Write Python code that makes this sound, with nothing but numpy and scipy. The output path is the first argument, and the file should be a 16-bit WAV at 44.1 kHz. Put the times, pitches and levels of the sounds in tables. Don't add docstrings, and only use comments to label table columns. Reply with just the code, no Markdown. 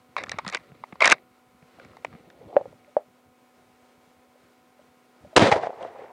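import sys
import numpy as np
from scipy import signal
from scipy.fft import rfft, irfft
from scipy.io import wavfile
from scipy.ndimage import uniform_filter1d

SR = 44100
rng = np.random.default_rng(int(sys.argv[2]) if len(sys.argv) > 2 else 0)


def dump(signal):
    limited = np.clip(np.atleast_2d(signal).T, -1, 1)
    pcm = np.round(limited * 32767).astype(np.int16)
    wavfile.write(sys.argv[1], SR, pcm)


def undo_db(level):
    steps = np.asarray(level, float) / 20
    return 10 ** steps


N = 269892

# f/Hz, width/Hz, level/dB
STEEL = [(580, 180, 1), (1158, 93, 1), (1682, 120, -4.5), (2016, 89, 4.5), (2230, 74, 7), (2770, 64, -13.5),
         (3998, 21.98, -10), (3690, 300, -4), (4478, 940, -4.5), (5720, 100, -21)]


def rms_one(x):
    return x / np.sqrt(np.mean(x ** 2) + 1e-20)


def peak_one(x):
    return x / np.max(np.abs(x))


def add(out, at, x):
    out[at:at + len(x)] += x[:N - at]


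def span(rows):
    s, *columns = np.transpose(rows)
    at = np.arange(round(s[0] * SR), min(round(s[-1] * SR), N))
    return at[0], [np.interp(at / SR, s, c) for c in columns]


def swell(t, rise_s, hold_s, fade_db_per_s, rise_db):
    rise = rise_db * np.minimum(t, 0) / max(rise_s, 1e-4)
    fade = fade_db_per_s * np.maximum(t - hold_s, 0)
    return undo_db(rise - fade)


def band(x, low_hz, high_hz):
    return signal.sosfilt(signal.butter(2, [low_hz, high_hz], "band", fs=SR, output="sos"), x)


def coloured(x, spectrum):
    hz, db = np.transpose(spectrum)
    grid = np.fft.rfftfreq(len(x), 1 / SR) + 1
    gain = undo_db(np.interp(np.log(grid), np.log(hz), db))
    return rms_one(irfft(rfft(x) * gain, len(x)))


def resonance(x, hz, width_hz):
    r = np.exp(-np.pi * width_hz / SR)
    feedback = [1, -2 * r * np.cos(2 * np.pi * hz / SR), r * r]
    return signal.lfilter([(1 - r * r) / 2, 0, (r * r - 1) / 2], feedback, x)


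def lumpy(size, rate, depth_db):
    r = np.exp(-2 * np.pi * rate / SR)
    slow = signal.lfilter([1], [1, -2 * r, r * r], rng.standard_normal(size + 4000))[4000:]
    return rng.standard_normal(size) * undo_db(depth_db * rms_one(slow))


def meadow():
    # f/Hz, level/dB per Hz
    air = [(12, -44), (20, -9.5), (27, -15), (120, -25), (249, -11), (378, -8), (743, -11.5), (938, -13),
           (1040, -12), (1130, -22), (1280, -15), (10000, -32.5), (13000, -65.5), (22000, -120)]
    # f/Hz, level/dB rms
    tones = [(247.6, -67), (500.6, -73.5), (748.3, -69.5), (1001, -77.5), (1071, -77), (1249, -77),
             (1427, -80.5), (2137, -84.5), (2250, -81), (2498, -87.5)]
    t = np.arange(N) / SR
    whine = np.zeros(N)
    for hz, db in tones:
        whine += undo_db(db + 3) * np.sin(2 * np.pi * (hz * t + rng.random()))
    return undo_db(-63.5) * coloured(lumpy(N, rate=4, depth_db=1.5), air) + whine


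def cloth():
    # t/s, movement/dB, pressure on the capsule/dB
    jacket = [(0.0, -73, -3), (0.15, -67.5, 5), (0.22, -64.5, 20.5), (0.36, -53.5, -18), (0.62, -61.5, 3),
              (1.0, -62.5, 2.5), (1.1, -59.5, 16), (1.3, -71, -3.5), (1.6, -71.5, 1), (1.84, -55.5, 1.5),
              (2.01, -63.5, 5), (2.13, -60.5, 5.5), (2.35, -64.5, 9), (2.56, -62, 17), (2.69, -65.5, 3),
              (3.14, -75, 5.5), (5.2, -71.5, 3), (5.34, -66, 6)]
    # f/Hz, level/dB per Hz
    fabric_colour = [(88, -33), (150, -13), (514, -1.5), (1420, -11.5), (1620, -26.5), (1940, -17),
                     (3260, -28.5), (4180, -24), (8000, -44.5), (10400, -80), (17600, -120)]
    at, (rustle_db, press_db) = span(jacket)
    size = len(rustle_db)
    rub_db = rustle_db + press_db
    rumble_db = rustle_db + 0.3 * press_db + 3
    fabric = coloured(lumpy(size, rate=78, depth_db=2.5), fabric_colour)
    rub = rms_one(band(fabric, 200, 1100))
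    rustle = rms_one(band(fabric, 1100, 4000))
    rumble = rms_one(band(lumpy(size, rate=14, depth_db=6), 40, 220))
    out = np.zeros(N)
    add(out, at, undo_db(rub_db - 0.23) * rub + undo_db(rustle_db + 1.2) * rustle + undo_db(rumble_db) * rumble)
    return out


def blows(rows):
    upper_hz = 723
    out, t = np.zeros(N), np.arange(4400) / SR
    tick_shape = peak_one(band(-np.exp(-((t - 0.0008) / 0.00013) ** 2), 570, 3200))
    for s, peak_db, hz, t60, tick_db in rows:
        fade = undo_db(-60 * (t / max(t60, 0.005)) ** 1.05) * (1 - np.exp(-t / 0.0013))
        swing = np.sin(2 * np.pi * hz * t)
        swing += 0.84 * np.exp(-t / 0.0039) * np.sin(2 * np.pi * upper_hz * t)
        ringing = resonance(resonance(rng.standard_normal(len(t)), hz, 221.5), hz, 221.5)
        linger = undo_db(-26.5 - 60 * t / 0.13) * rms_one(ringing)
        blow = peak_one(fade * swing + linger) + undo_db(tick_db + 0.5) * tick_shape
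        add(out, round((s + 0.002015) * SR), undo_db(peak_db) * blow)
    return out


def chest_thumps():
    # t/s, peak/dB, ring f/Hz, 60 dB decay/s
    thumps = [(0.339, -31, 170, 0.027), (0.465, -29.5, 191, 0.068), (0.716, -38.5, 154, 0.056),
              (0.925, -33.5, 190, 0.036), (1.624, -42, 164, 0.036), (2.134, -36, 159.5, 0.033),
              (2.148, -36, 208, 0.035), (2.742, -50, 160, 0.033)]
    return blows([(*row, -5) for row in thumps])


def sling_knocks():
    # t/s, peak/dB, ring f/Hz, 60 dB decay/s, tick/dB
    sling = [(1.784, -42.5, 708, 0.02, -13), (1.796, -43, 522, 0.056, 6), (2.41, -42.5, 492, 0.043, -21),
             (2.493, -46, 602, 0.12, -19), (2.526, -33.5, 723, 0.017, -34.5),
             (2.557, -28.5, 431, 0.017, -14.5), (2.564, -1, 577, 0.033, -18), (2.598, -36, 560, .04, -31),
             (2.609, -23.5, 564, 0.03, -40), (2.654, -28.5, 537, 0.026, -32),
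             (2.726, -40.5, 582, 0.022, -28), (2.877, -46.5, 591, 0.058, -20), (2.965, -6, 598, 0.031, -44),
             (4.354, -48.5, 578, 0.035, -15), (4.791, -45.5, 590, 0.036, -16.5),
             (5.246, -38, 592, 0.038, -16), (5.328, -37.5, 641, 0.056, -15)]
    return blows(sling)


def recoil_jolts():
    # t/s, peak/dB, ring f/Hz, 60 dB decay/s
    jolts = [(5.3561, -21, 560, 0.04), (5.514, -9.5, 828, 0.092), (5.537, -12, 657, 0.086),
             (5.559, -15, 502, 0.021), (5.571, -22, 626, 0.088), (5.633, -19.5, 750, 0.041),
             (5.644, -21.5, 735, 0.022), (5.668, -15.5, 663, 0.02), (5.692, -25, 520, 0.025),
             (5.702, -24.5, 676, 0.014), (5.729, -35, 604, 0.034), (5.825, -27.5, 527, 0.034),
             (5.846, -28.5, 667, 0.06), (5.859, -29.5, 505, 0.025), (5.875, -34, 700, .04),
             (5.99, -36.5, 550, 0.058), (6.017, -34.5, 442, 0.043), (6.049, -41, 597, 0.068)]
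    return blows([(*row, -15) for row in jolts])


def steel(x, colour_db):
    modes = 0
    for k, (hz, width_hz, db) in enumerate(STEEL):
        modes = modes + (-1) ** k * undo_db(db + colour_db[k]) * resonance(x, hz, width_hz + 170)
    return band(modes, 340, 4500)


def slides():
    # t at full force/s, level/dB, build-up/s, hold/s, fade/dB per s
    strokes = [(0.166, -32, .001, 0.033, 600), (0.321, -39.5, .035, .001, 360),
               (0.386, -28, .001, 0.00054, 1703), (0.467, -53, .03, 0.043, 400),
               (0.521, -36.5, .015, 0.0059, 310), (1.013, -24.5, .012, .1, 600),
               (1.119, -19, .012, 0.0024, 1500), (1.132, -36, .005, .001, 950)]
    size = round(1.3 * SR)
    t = np.arange(size) / SR
    force = np.zeros(size)
    for s, db, rise_s, hold_s, fade in strokes:
        force += undo_db(db) * swell(t - s, rise_s, hold_s, fade, rise_db=26)
    grit = lumpy(size, rate=150, depth_db=4.5)
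    evened_db = -0.4 * np.array(STEEL)[:, 2]
    song = rms_one(band(steel(grit, evened_db), 450, 2900))
    scrape = undo_db(-25) * band(grit, 2800, 8000)
    out = np.zeros(N)
    add(out, 0, force * (song + scrape))
    return out


def clacks(rows):
    out, t = np.zeros(N), np.arange(2600) / SR
    for s, peak_db, ring_hz, treble_db, chatter_s, thud_db in rows:
        chatter = np.exp(-(t / np.clip(chatter_s, 2e-4, 0.007)) ** 1.3) * np.minimum(t / 0.00031, 1)
        force = rng.standard_normal(len(t)) * chatter
        part = peak_one(band(resonance(force, ring_hz, 280), ring_hz / 2, ring_hz * 2))
        body = peak_one(steel(force, rng.normal(0, 3, len(STEEL))))
        snap = force * np.exp(-t / 0.002)
        crack = peak_one(band(resonance(snap, 4700, 2200), 2500, 8500) + 0.1 * band(snap, 3000, 10000))
        thud = peak_one(band(band(force, 200, 1300), 220, 2500))
        clack = undo_db(-2) * part + undo_db(-7.5) * body + undo_db(treble_db + 8.5) * crack + undo_db(thud_db) * thud
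        add(out, round(s * SR), undo_db(peak_db) * clack)
    return out


def rattles():
    # t/s, peak/dB, loudest ring f/Hz, treble/dB, thud/dB
    loose = [(0.837, -24.5, 830, -35, -12), (0.924, -37, 2180, -26, 2), (0.955, -37.5, 900, -35, -9),
             (1.181, -41.5, 2000, -29, -8), (1.623, -52, 2093, -26, -10), (1.797, -40, 1390, -28, -24),
             (1.848, -40, 1980, -14.5, -11), (1.933, -46, 967, -24, -16), (1.968, -36, 930, -22.5, -23),
             (2.047, -19.5, 2010, -23.5, -1), (2.067, -46, 2090, -22, -11), (2.127, -41, 1025, -28, -12),
             (2.301, -42.5, 1400, -13.5, -14), (2.845, -49, 2150, -25, -16), (5.515, -6, 875, -24.5, -19),
             (5.524, -9.5, 2000, -26, -17), (5.826, -38, 3200, -16.5, -6)]
    chatter_s = 0.0036
    return clacks([(*row[:4], chatter_s, row[4]) for row in loose])


def loading():
    # t/s, peak/dB, loudest ring f/Hz, treble/dB, chatter/s
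    contacts = [(0.1654, -11, 1014, -34, 0.0017), (0.2364, -21, 1780, -17, 0.0035),
                (0.261, -37, 1025, -18, 0.0026), (0.267, -34, 1780, -29, 0.0033),
                (0.284, -31.5, 1100, -28, 0.0022), (0.294, -25, 2100, -7, 0.0033),
                (0.3165, -19, 1830, -9.5, 0.003), (0.386, -21.5, 910, -15.5, 0.0058),
                (0.448, -30.5, 940, -20, 0.004), (0.464, -25, 1170, -25, 0.0071),
                (0.478, -24, 1830, -6.5, 0.0057), (0.488, -25, 1240, -12, 0.0026),
                (0.498, -26, 1830, -13, 0.0034), (0.525, -24.5, 2190, -16.5, 0.0029),
                (0.534, -26, 2180, -20, 0.0083), (0.547, -12, 1800, -13.5, 0.0027),
                (0.555, -18.5, 2170, -32, 0.0044), (0.569, -26, 2050, -18, 0.0045)]
    return clacks([(*row, -17) for row in contacts])


def racking():
    # t/s, peak/dB, loudest ring f/Hz, treble/dB, chatter/s
    contacts = [(1.005, -11.5, 2230, -24, 0.0031), (1.0194, -9.5, 2230, -24, 0.0028),
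                (1.0232, -2.5, 2250, -30, 0.0029), (1.0337, -10.5, 2070, -26.5, 0.0032),
                (1.0395, -12.5, 2120, -27, 0.0054), (1.0435, -5, 2060, -22, 0.007),
                (1.056, -5.5, 1740, -8.5, 0.0038), (1.0604, -5, 1770, -23, 0.003),
                (1.068, -13.5, 1600, -21, 0.006), (1.0755, -4, 1614, -10.5, 0.0037),
                (1.086, -21, 1750, -34.5, 0.0047), (1.094, -15, 2000, -20, .004),
                (1.0987, -10, 1590, -12.5, 0.0059), (1.1105, -11, 2070, -11.5, 0.0045),
                (1.1175, -1, 2230, -13, 0.002), (1.1224, 3, 1500, -17.5, 0.0034)]
    middle_s = contacts[8][0]
    return clacks([(*row, -15.5 + 120 * (row[0] - middle_s)) for row in contacts])


def aftermath():
    # t/s, echo/dB, shaking/dB, smear/s per 10 dB
    returns = [(5.41, -20.5, -23, 0.04), (5.469, -28.5, -13.5, 0.0182), (5.523, -19, -11, 0.0085),
               (5.559, -36.5, -19.5, 0.04), (5.634, -42.5, -29, 0.02), (5.665, -46, -31.5, 0.01),
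               (5.75, -59, -40, 0.3), (5.824, -54.5, -32.5, 0.03), (5.87, -61, -37, 0.01),
               (6.0, -60, -40.5, 0.14)]
    # f/Hz, level/dB per Hz
    echo_colour = [(700, -21), (1000, 8.5), (2000, 16.5), (4000, -1), (7000, -12.5), (10500, -21.5)]
    at = round(returns[0][0] * SR)
    size = N - at
    since = np.arange(size) / SR
    t = at / SR + since

    def waves(column, smear):
        total = np.zeros(size)
        for row in returns:
            s, smear_s = row[0], row[3]
            total += undo_db(row[column]) * swell(t - s, 0.7 * smear_s, 0.25 * smear_s, 10 / (smear * smear_s), 9.5)
        return total

    boom = rms_one(band(rng.standard_normal(size), 75, 230))
    boom_gain = undo_db(-18 - 470 * since) + undo_db(-6) * waves(1, smear=0.6)
    shaken = lumpy(size, rate=125, depth_db=3)
    jolt = rms_one(band(resonance(shaken, 506, 230) + resonance(shaken, 730, 240), 350, 1000))
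    jolt_gain = undo_db(-6.5) * waves(2, smear=0.94)
    echo = coloured(lumpy(size, rate=59, depth_db=1.5), echo_colour)
    mid = rms_one(band(band(echo, 900, 3500), 900, 3500))
    mid_gain = waves(1, smear=0.92)
    treble = rms_one(band(echo, 3500, 11000))
    treble_gain = undo_db(-5 - 11.5 * since) * waves(1, smear=0.86)
    rise = np.minimum(since / 0.011, 1) ** 2
    out = np.zeros(N)
    add(out, at, rise * (boom_gain * boom + jolt_gain * jolt + mid_gain * mid + treble_gain * treble))
    return out


def blast():
    # t/s, level over the rail/dB, offset/rms units
    overload = [(5.3615, -31, 0.68), (5.364, 6, 0.089), (5.372, 20, 1.11), (5.383, 5, 0.45),
                (5.386, 7, 1.66), (5.408, -3, 1.9), (5.418, -4, 1.96), (5.43, -10.5, 0.29),
                (5.5, -19, 0.24)]
    at, (over_db, offset) = span(overload)
    since = np.arange(len(offset)) / SR
    top_hz = 2000 + (4600 - 2000) * np.exp(-(since / 0.0085) ** 2)
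    white = rng.standard_normal(len(over_db))
    dull = rms_one(band(white, 186, 853))
    bright = rms_one(band(white, 230, 3640))
    share = np.clip((top_hz - 900) / 3600, 0, 1)
    roar = (1 - share) * dull + share * bright
    roar /= np.sqrt((1 - share) ** 2 + share ** 2 + share * (1 - share) * 1.12)
    pinned = np.clip(undo_db(over_db) * (roar + offset), -1, 1)
    pinned += undo_db(np.minimum(over_db, 0) - 25) * bright
    coupling = signal.butter(1, [149, 4000], "band", fs=SR)
    drained = signal.lfilter(*coupling, np.append(pinned, np.zeros(2000)))
    out = np.zeros(N)
    add(out, at, undo_db(-4.5) * drained)
    return out


def scene():
    touches = cloth() + chest_thumps() + sling_knocks() + recoil_jolts()
    gun = slides() + rattles() + loading() + racking()
    shot = aftermath() + blast()
    return (meadow() + touches + gun + shot)[None]


def roll_off(x):
    return signal.sosfilt(signal.butter(12, 15760, fs=SR, output="sos"), x)


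def record(dry):
    capsule = signal.sosfilt(signal.butter(3, 75, "high", fs=SR, output="sos"), dry)
    link = signal.sosfilt(signal.cheby2(20, 75, 10700, fs=SR, output="sos"), np.tanh(capsule))
    loud = uniform_filter1d(np.abs(link), size=1024)
    hiss = rms_one(band(rng.standard_normal(dry.shape), 7000, 19000))
    hiss = undo_db(-76) / (1 + (loud / 0.02) ** 2) * hiss
    return roll_off(link + hiss)


dry = scene()
out = record(dry)
dump(out)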